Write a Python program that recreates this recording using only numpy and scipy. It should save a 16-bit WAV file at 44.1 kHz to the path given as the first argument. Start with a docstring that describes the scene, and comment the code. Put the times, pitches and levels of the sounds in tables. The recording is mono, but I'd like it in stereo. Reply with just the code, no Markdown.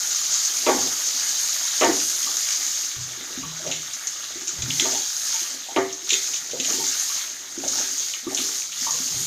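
"""A small tiled bathroom: a tap runs into a basin while something is rinsed under it.
The jet hisses and spatters (coloured noise mixed with ringing drops) and is hushed whenever it is caught.
Thrown water lands in decaying noise bursts, air bubbles plop as rising sines, the bowl sloshes and booms,
and dull knocks (a filtered crack and rattle) sound over a faint building rumble.
Standing waves and diffuse tails form the room; two unlike microphone ports pick it up."""
import sys
import numpy as np
from scipy import signal
from scipy.fft import rfft, irfft, next_fast_len
from scipy.io import wavfile

SR = 44100
rng = np.random.default_rng(int(sys.argv[2]) if len(sys.argv) > 2 else 0)


def bounce(signal):
    """Save signal as a 16-bit WAV file at the path given by the first command-line argument."""
    frames = np.transpose(np.atleast_2d(signal))
    limited = np.clip(frames, -1, 1)
    pcm = np.round(limited * 32767).astype(np.int16)
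    wavfile.write(sys.argv[1], SR, pcm)


N = 408366   # samples
SIZE = next_fast_len(N + SR)   # transform length, with room for the tails
HZ = np.maximum(np.arange(SIZE // 2 + 1) * SR / SIZE, 1)
T = np.arange(N) / SR   # s


def amp(db):
    """Decibels are logarithmic: 20 dB is a factor of ten in pressure."""
    return 10 ** (np.asarray(db) / 20)


def rms_one(x):
    """Effective pressure is the root of the mean square; here it is scaled to 1."""
    return x / np.sqrt(np.mean(x ** 2) + 1e-20)


def in_time(rows):
    """Linear interpolation turns each column of a time table into one value a sample."""
    s, *columns = np.transpose(rows)
    return [np.interp(T, s, c) for c in columns]


def at_hz(points, hz=HZ):
    """Pitch is logarithmic, so a spectrum table is interpolated over log frequency."""
    table_hz, values = np.array(points).T
    return np.interp(np.log(hz), np.log(table_hz), values)


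def colour(x, db):
    """Minimum phase: folding the cepstrum of a dB spectrum gives its causal filter."""
    cepstrum = irfft(db * np.log(10) / 20, SIZE)
    cepstrum[1:SIZE // 2] *= 2
    cepstrum[SIZE // 2 + 1:] = 0
    response = np.exp(rfft(cepstrum))
    return irfft(rfft(x, SIZE) * response, SIZE)[..., :N]


def drift(rate):
    """Low-passed chance: a double pole near rate (Hz) leaves slow fluctuation of rms 1."""
    step = 40   # samples between computed values
    r = np.exp(-2 * np.pi * rate * step / SR)
    chance = rng.standard_normal(N // step + 2002)
    slow = signal.lfilter([1], [1, -2 * r, r * r], chance)[2000:]   # past the filter's start
    return np.interp(np.arange(N) / step, np.arange(len(slow)), rms_one(slow))


def droplets(per_s, low_hz, high_hz, cycles, spread_db, clump_db):
    """Clumped random impacts excite damped resonators, which fall 60 dB in the given cycles."""
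    bands = 30
    sizes = amp(spread_db * np.minimum(rng.exponential(1, N), 3.6)) * rng.choice([-1, 1], N)
    born = rng.random(N) < per_s * amp(clump_db * drift(15)) / SR
    dealt = rng.integers(0, bands, N)   # which resonator each drop strikes
    out = 0
    for k, hz in enumerate(np.geomspace(low_hz, high_hz, bands)):
        r = amp(-60 * hz / (max(cycles, 1) * SR))
        w = 2 * np.pi * hz / SR
        impacts = sizes * born * (dealt == k) + 1e-18
        ringing = signal.lfilter([1], [1, -2 * r * np.cos(w), r * r], impacts)
        out = out + rms_one(ringing) * np.sqrt(hz)
    return rms_one(out)


def water(level_db, spectrum, grains, share, flicker_db):
    """Incoherent sources add in power: smooth rush and a share of drops, coloured and unsteady."""
    share = np.clip(share, 0, 1)
    mix = np.sqrt(1 - share) * rng.standard_normal(N) + np.sqrt(share) * grains
    flicker = flicker_db * (drift(2.55) + 0.73 * drift(8.8))
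    return amp(level_db + flicker) * rms_one(colour(mix, at_hz(spectrum)))


def add(out, s, piece):
    """Superposition: lays a short sound into out at time s."""
    i = round(s * SR)
    out[i:i + len(piece)] += piece[:N - i]


def stream():
    """Jet break-up on hands and china gives broadband spatter, fine spray and heavier patter."""
    # The freely falling jet. Each row: time in seconds, spatter level in dB, fine spray level in dB.
    flow = [(0, -24.5, -37.5), (1.8, -24.5, -36), (2.8, -26, -39.5), (4.8, -26, -40.5), (5.15, -28, -40.5),
            (5.42, -25.5, -38.5), (6.2, -29, -43.5), (6.8, -25.5, -39), (8.0, -27.5, -41),
            (9.26, -27, -38.5)]
    # Relative spectra of the three parts. Each row: frequency in Hz, density in dB per Hz.
    spatter = [(1500, -33.5), (2500, -11.5), (3500, -11.5), (5000, 0.5), (5800, 2), (6500, 2), (7200, 0),
               (8200, -20), (10000, -22.5)]
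    spray = [(5000, -56), (8000, 2), (10000, 7.5), (12500, -2), (15000, -15.5), (17000, -26)]
    patter = [(300, -23), (700, -13), (1050, -12), (1400, -1.5), (2000, -3), (2800, 0), (4000, 1),
              (6000, -28.5)]
    patter_db = -11   # relative to the spatter
    spray_hush, patter_hush = 0.96, 0.42   # shares of the hush that these parts take
    flow_db, spray_db = in_time(flow)
    hush_db = hush()
    fine = droplets(900.0, 2490, 8300, cycles=19.0, spread_db=2.5, clump_db=4.0)
    heavy = droplets(600.0, 495, 4180, cycles=14.6, spread_db=4.0, clump_db=2.0)
    return (water(flow_db - hush_db, spatter, fine, share=0.2, flicker_db=0.07)
            + water(spray_db - spray_hush * hush_db, spray, fine, share=0.14, flicker_db=1.25)
            + water(flow_db + patter_db - patter_hush * hush_db, patter, heavy, share=0.41, flicker_db=0.56))


def hush():
    """Obstructed flow: dB lost while the jet is caught, then a gush of the water held back."""
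    # Something is held in the jet. Each row: start in seconds, length in seconds, hush in dB.
    catches = [(2.828, 1.8, 8), (5.398, 0.6, 9), (6.29, 0.27, 7), (7.18, 0.4, 10), (8.073, 0.19, 10),
               (8.541, 0.15, 10.5)]
    cover_s, uncover_s = 0.17, 0.14   # the hush comes and goes within a fraction of a second
    gush_db, gush_s = 2.5, 0.18   # height, and time constant of its decay
    out = 0
    for s, length, db in catches:
        since = T - s - length   # s since the jet began to be let go
        covered = np.clip(np.minimum((T - s) / cover_s, 1 - since / uncover_s), 0, 1)
        released = np.clip(since / uncover_s, 0, 1)
        fading = np.exp(-np.maximum(since - uncover_s, 0) / gush_s)
        out = out + db * covered - gush_db * released * fading
    return out


def splashes():
    """Many small impacts sum to noise: a sheet of drops arrives with a snap and thins out."""
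    # Thrown water lands. Each row: start in seconds, spray level in dB,
    # heavy drops relative to the spray in dB, 60 dB decay time in seconds.
    landings = [(0.339, -10, -20, 0.08), (0.449, -11.5, -30, 0.057), (0.5681, -13.5, -14, 0.044),
                (1.101, -15, -25, 0.051), (1.8443, -10, -19, 0.033), (2.3689, -12.5, -27, 0.037),
                (2.6657, -15.5, -21, 0.05), (3.665, -24, -6, 0.18), (3.712, -19, 0, 0.24),
                (3.932, -18, -23, 0.093), (4.071, -12, -32, 0.06), (4.3207, -30, 3, 0.045),
                (4.472, -20.5, -10, 0.43), (4.6212, -15, -5.5, 0.058), (4.7039, -28, 15, 0.03),
                (4.798, -17, 2, 0.08), (5.927, -22, -23, 0.12), (6.092, -13.5, -3, 0.059),
                (6.1034, -8.5, -1.5, 0.062), (6.131, -9, -0.5, 0.037), (6.2184, -30, -16, 0.05),
                (6.336, -17, -5, 0.16), (6.5126, -21, -8, 0.08), (6.6, -22, 1, 0.13),
                (6.6455, -15.5, 0, 0.076), (6.6985, -15.5, -9, 0.065), (7.5852, -22, -25, 0.05),
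                (7.678, -13, -26, 0.11), (8.136, -25, 5, 0.08), (8.3468, -5.5, -30, 0.021),
                (8.371, -20.5, 1, 0.29), (8.719, -23.5, -2, 0.05), (8.9057, -14, -25, 0.041)]
    out, t = np.zeros(N), T[:SR // 2]
    spray = signal.butter(4, [4400, 7300], "band", fs=SR, output="sos")
    heavy = signal.butter(2, [2200, 4300], "band", fs=SR, output="sos")
    for s, db, heavy_db, t60 in landings:
        uneven_db = 4.6 * rng.standard_normal(len(t) // 30 + 1).repeat(30)[:len(t)]   # new every 30 samples
        thinning = amp(-60 * t / max(t60, .005))
        snap = 0.34 * np.exp(-t / 0.0058)
        drops = rng.standard_normal(len(t)) * amp(uneven_db) * (thinning + snap)
        sheet = signal.sosfilt(spray, drops) + amp(heavy_db) * signal.sosfilt(heavy, drops)
        add(out, s, amp(db) * sheet)
    return out


def slosh():
    """Resonance of bubbles and bowl: low surge and gurgle swell over a calm level."""
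    # Relative spectra of deep surge and gurgle. Each row: frequency in Hz, density in dB per Hz.
    surge = [(25, -21), (45, 2), (80, 4.5), (100, -8.5), (128, 4.5), (170, 13.5), (220, -18.5)]
    gurgle = [(150, -19), (230, 0), (280, 1), (400, 1), (600, -4), (900, -1), (1400, -43.5)]
    surge_db = swells(calm_db=-72, column=2)
    gurgle_db = swells(calm_db=-61, column=3)
    bubbles = droplets(90.0, 174, 1270, cycles=9.2, spread_db=4.0, clump_db=1.5)
    return (water(surge_db, surge, bubbles, share=0.16, flicker_db=2.0)
            + water(gurgle_db, gurgle, bubbles, share=0.91, flicker_db=2.5))


def swells(calm_db, column):
    """Exponential decay is linear in dB: each swell rises, holds and settles back to calm."""
    # The bowl is stirred, or its body booms on just after a hard knock. Each row: start of the hold
    # in seconds, its length in seconds, deep surge level in dB, gurgle level in dB.
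    bowl = [(0.722, 0.048, -48, -32), (1.86, 0.035, -54, -33.5), (3.383, 0.12, -47, -58),
            (3.633, 0.046, -47, -42), (4.3, 0.22, -61, -57), (4.58, 0.086, -44.5, -47),
            (4.83, 0.11, -53.5, -45), (5.78, .05, -55, -37.5), (6.538, 0.23, -53.5, -44),
            (7.62, 0.18, -61, -47.5), (8.326, 0.14, -64, -44.5), (8.846, 0.37, -54, -51.5)]
    rise_s, settle_db_per_s = 0.12, 168
    level = np.full(N, float(calm_db))
    for row in bowl:
        s, length, top_db = row[0], row[1], row[column]
        rise = calm_db + (top_db - calm_db) * np.clip(1 + (T - s) / rise_s, 0, 1)
        settling = settle_db_per_s * np.maximum(T - s - length, 0)
        level = np.maximum(level, rise - settling)
    return level


def plops():
    """A trapped bubble is a damped oscillator, its pitch climbing as it nears the surface."""
    # Trapped air pops. Each row: start in seconds, level before swell and decay in dB, starting pitch in Hz.
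    pops = [(2.268, -20.5, 1170), (2.966, -21.5, 107), (2.999, -22, 112), (3.207, -31.5, 245),
            (3.375, -20, 257), (3.433, -22.5, 1095), (3.6, -29.5, 634), (3.664, -17, 563),
            (4.357, -28, 337), (4.419, -31, 330), (4.479, -35, 340), (4.588, -17, 83), (4.636, -14, 123),
            (4.679, -21.5, 249), (4.796, -18, 1710), (4.823, -18, 370), (4.929, -23, 640),
            (4.949, -18.5, 800), (5.219, -22, 1680), (5.339, -28, 890), (5.687, -22, 770),
            (6.029, -34, 344), (6.124, -20, 404), (6.534, -14.5, 490), (6.599, -22, 250),
            (6.689, -28, 1170), (6.739, -22, 295), (6.799, -22, 840), (7.098, -28, 1125),
            (7.577, -18.5, 315), (7.662, -21.5, 555), (7.73, -20, 1390), (7.779, -24.5, 790),
            (8.268, -13, 318), (8.27, -24.5, 1170), (8.391, -21.5, 250), (8.818, -30, 238),
            (8.867, -13.5, 1015), (8.889, -20.5, 1143), (9.001, -25.5, 232), (9.146, -22, 120)]
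    climb = 5.2   # octaves per s
    out, t = np.zeros(N), T[:SR // 6]
    for s, db, hz in pops:
        pitch = hz * 2 ** (climb * t)
        t60 = 0.027 * (400 / hz) ** 0.16   # s; big low bubbles ring a little longer
        swell = 1 - np.exp(-1.6 * hz * t)   # time constant of about 0.6 cycle
        ringing = np.sin(2 * np.pi * np.cumsum(pitch) / SR)
        add(out, s, amp(db - 60 * t / max(t60, .005)) * swell * ringing)
    return out


def knocks():
    """An impulse excites a band-limited body: sharp crack, blunt blow and short rattle."""
    # Dull knocks on the basin. Each row: time in seconds, dry peak level in dB,
    # upper cut-off in Hz, rattle length in seconds.
    blows = [(0.667, -4, 1210, 0.038), (1.813, -4.5, 1580, 0.042), (3.648, -26, 785, 0.0093),
             (4.855, -14, 1370, 0.0089), (5.764, -5, 1320, 0.018)]
    out, t = np.zeros(N), T[:SR // 4]
    hollow = signal.butter(6, 300, "high", fs=SR, output="sos")
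    bright = signal.butter(2, [1000, 2800], "band", fs=SR, output="sos")
    thud = signal.butter(2, [105, 165], "band", fs=SR, output="sos")
    for s, db, top_hz, length in blows:
        rattle = 0.65 * rng.standard_normal(len(t)) * np.exp(-(t / max(length, .002)) ** 4)
        rattle[0] += 9.0   # the impact itself
        dull = signal.butter(2, top_hz, fs=SR, output="sos")
        blow = signal.sosfilt(np.vstack([hollow, dull]), rattle)
        blow = blow + 0.094 * np.exp(-t / 0.0017) * signal.sosfilt(bright, rattle)   # crack
        blow = blow + 0.13 * signal.sosfilt(thud, rattle)   # a little of the blow goes into the wall
        add(out, s - .001, amp(db) * blow / np.abs(blow).max())
    return out


def building_rumble():
    """Stationary noise, shaped in spectrum, stands for the faint rumble of the building."""
    # Relative rumble spectrum. Each row: frequency in Hz, density in dB per Hz.
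    rumble = [(25, 15), (60, -23), (130, 9), (300, -5), (1000, -24), (4000, -29)]
    return amp(-72.5) * rms_one(colour(rng.standard_normal(N), at_hz(rumble)))


def bathroom(x, echo_db, count, dense_hz=520):
    """Modal and diffuse fields: discrete standing waves in the bass, dense tails above."""
    # Standing waves between the tiles. Each row: frequency in Hz, level over the direct sound in dB,
    # 60 dB decay time in seconds.
    standing = [(79, 10.5, 0.68), (101.6, 10.5, 0.36), (125.6, 13, 0.55), (157.7, 11.5, 0.52),
                (259, 9, 0.25), (283, 10, 0.33), (341.5, 3, 0.085), (384, 14, 0.38), (500, -9.5, 0.38),
                (543, 8.5, 0.16), (633, 8, 0.14), (689, 14.5, 0.39), (807, 10, 0.31), (902, 17, 0.19),
                (1060, -3, 0.72), (1125, 16.5, 0.37), (1205, 13.5, 0.078), (1303, 14.5, 0.22),
                (1444, 7.5, 0.2), (1802, 11.5, 0.45)]
    # Likeness of the two ports. 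Each row: frequency in Hz, likeness from 0 to 1.
    likeness = [(40, 0.9), (125, 0.64), (300, 1), (600, 0.26), (1100, 0), (2500, 0), (6000, 0),
                (12000, 0.12)]
    # Phase of the shared field at the right port. Each row: frequency in Hz, phase in radians.
    right_phase = [(100, -0.35), (400, 0), (700, 0.6), (1030, 2), (1600, 18), (2900, -20), (6000, 0)]
    direct = 1
    for k, (hz, db, t60) in enumerate(standing):
        direct = direct + (-1) ** k * amp(db) / (1 + 2j * np.pi * (HZ - hz) * t60 / np.log(1000))
    dense = 1j * HZ / dense_hz / (1 + 1j * HZ / dense_hz)   # the tail is diffuse only where modes crowd
    # the sound comes from ever-changing spots, each with its own echoes and its own lag to the right port
    spots = np.array([drift(70.0) ** 2 for k in range(count)]) + 1e-9
    paths = 0
    for spot in np.sqrt(spots / spots.sum(axis=0)):   # the spots share the power
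        lagged = np.exp(-2j * np.pi * HZ * rng.uniform(-0.000386, 0.000375))   # lag in s
        response = amp(echo_db) * diffuse_tails() + [0 * lagged, lagged]
        paths = paths + rfft(x * spot, SIZE) * response
    left = rfft(x, SIZE) * direct + dense * paths[0]
    alike = np.clip(at_hz(likeness), 0, 1)
    shared = alike * left * np.exp(1j * at_hz(right_phase))
    right = shared + np.sqrt(1 - alike ** 2) * dense * paths[1]
    return irfft(np.array([left, right]), SIZE)[:, :N] / np.sqrt(1 + amp(2 * echo_db))


def diffuse_tails():
    """Reverberant decay: spectra of two unrelated unit-energy tails that die band by band."""
    # Reverberation time. Each row: frequency in Hz, 60 dB decay time in seconds.
    room_t60 = [(100, 0.83), (300, 0.39), (700, 0.37), (1500, 0.34), (4000, 0.27), (9000, 0.19),
                (16000, 0.25)]
    t, tails = T[:SR * 2 // 3], 0
    white = rng.standard_normal((2, len(t)))
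    build_up = 1 - np.exp(-t / 0.0036)
    for low in 40 * 2. ** np.arange(9):   # octave bands
        high = min(2 * low, .45 * SR)
        band = signal.sosfilt(signal.butter(2, [low, high], "band", fs=SR, output="sos"), white)
        tails = tails + band * amp(-60 * t / at_hz(room_t60, low * 1.38)) * build_up
    return rfft(tails / np.sqrt(np.sum(tails ** 2, axis=1, keepdims=True)), SIZE)


def scene():
    """Superposition in one room: water all over the bowl, single blows and a faint rumble."""
    spread_out = stream() + slosh() + building_rumble()
    single = splashes() + plops() + knocks()
    return bathroom(spread_out, echo_db=2.0, count=6) + bathroom(single, echo_db=-0.95, count=1)


def record(dry):
    """Transducer response: each port has its own colour, peaks saturate and the top is cut."""
    # The left port has a tube resonance near 6.5 kHz. Each row: frequency in Hz, left over right in dB.
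    port_colour = [(60, -3.5), (330, 2.5), (520, 6.5), (1170, -6), (1800, 3.5), (4200, 3), (5600, 7.5),
                   (6500, 17.5), (7400, 3.5), (8400, 0.5), (10000, -3.5), (15000, -10)]
    half_db = at_hz(port_colour) / 2
    ports = irfft(rfft(dry, SIZE) * amp([half_db, -half_db]), SIZE)[:, :N]
    rounded = 2.083 * np.tanh(ports / 1.55)
    top_cut = signal.cheby2(20, 80, 16100, fs=SR, output="sos")   # 80 dB down from 16100 Hz
    return signal.sosfilt(top_cut, rounded)


dry = scene()
out = record(dry)
bounce(out)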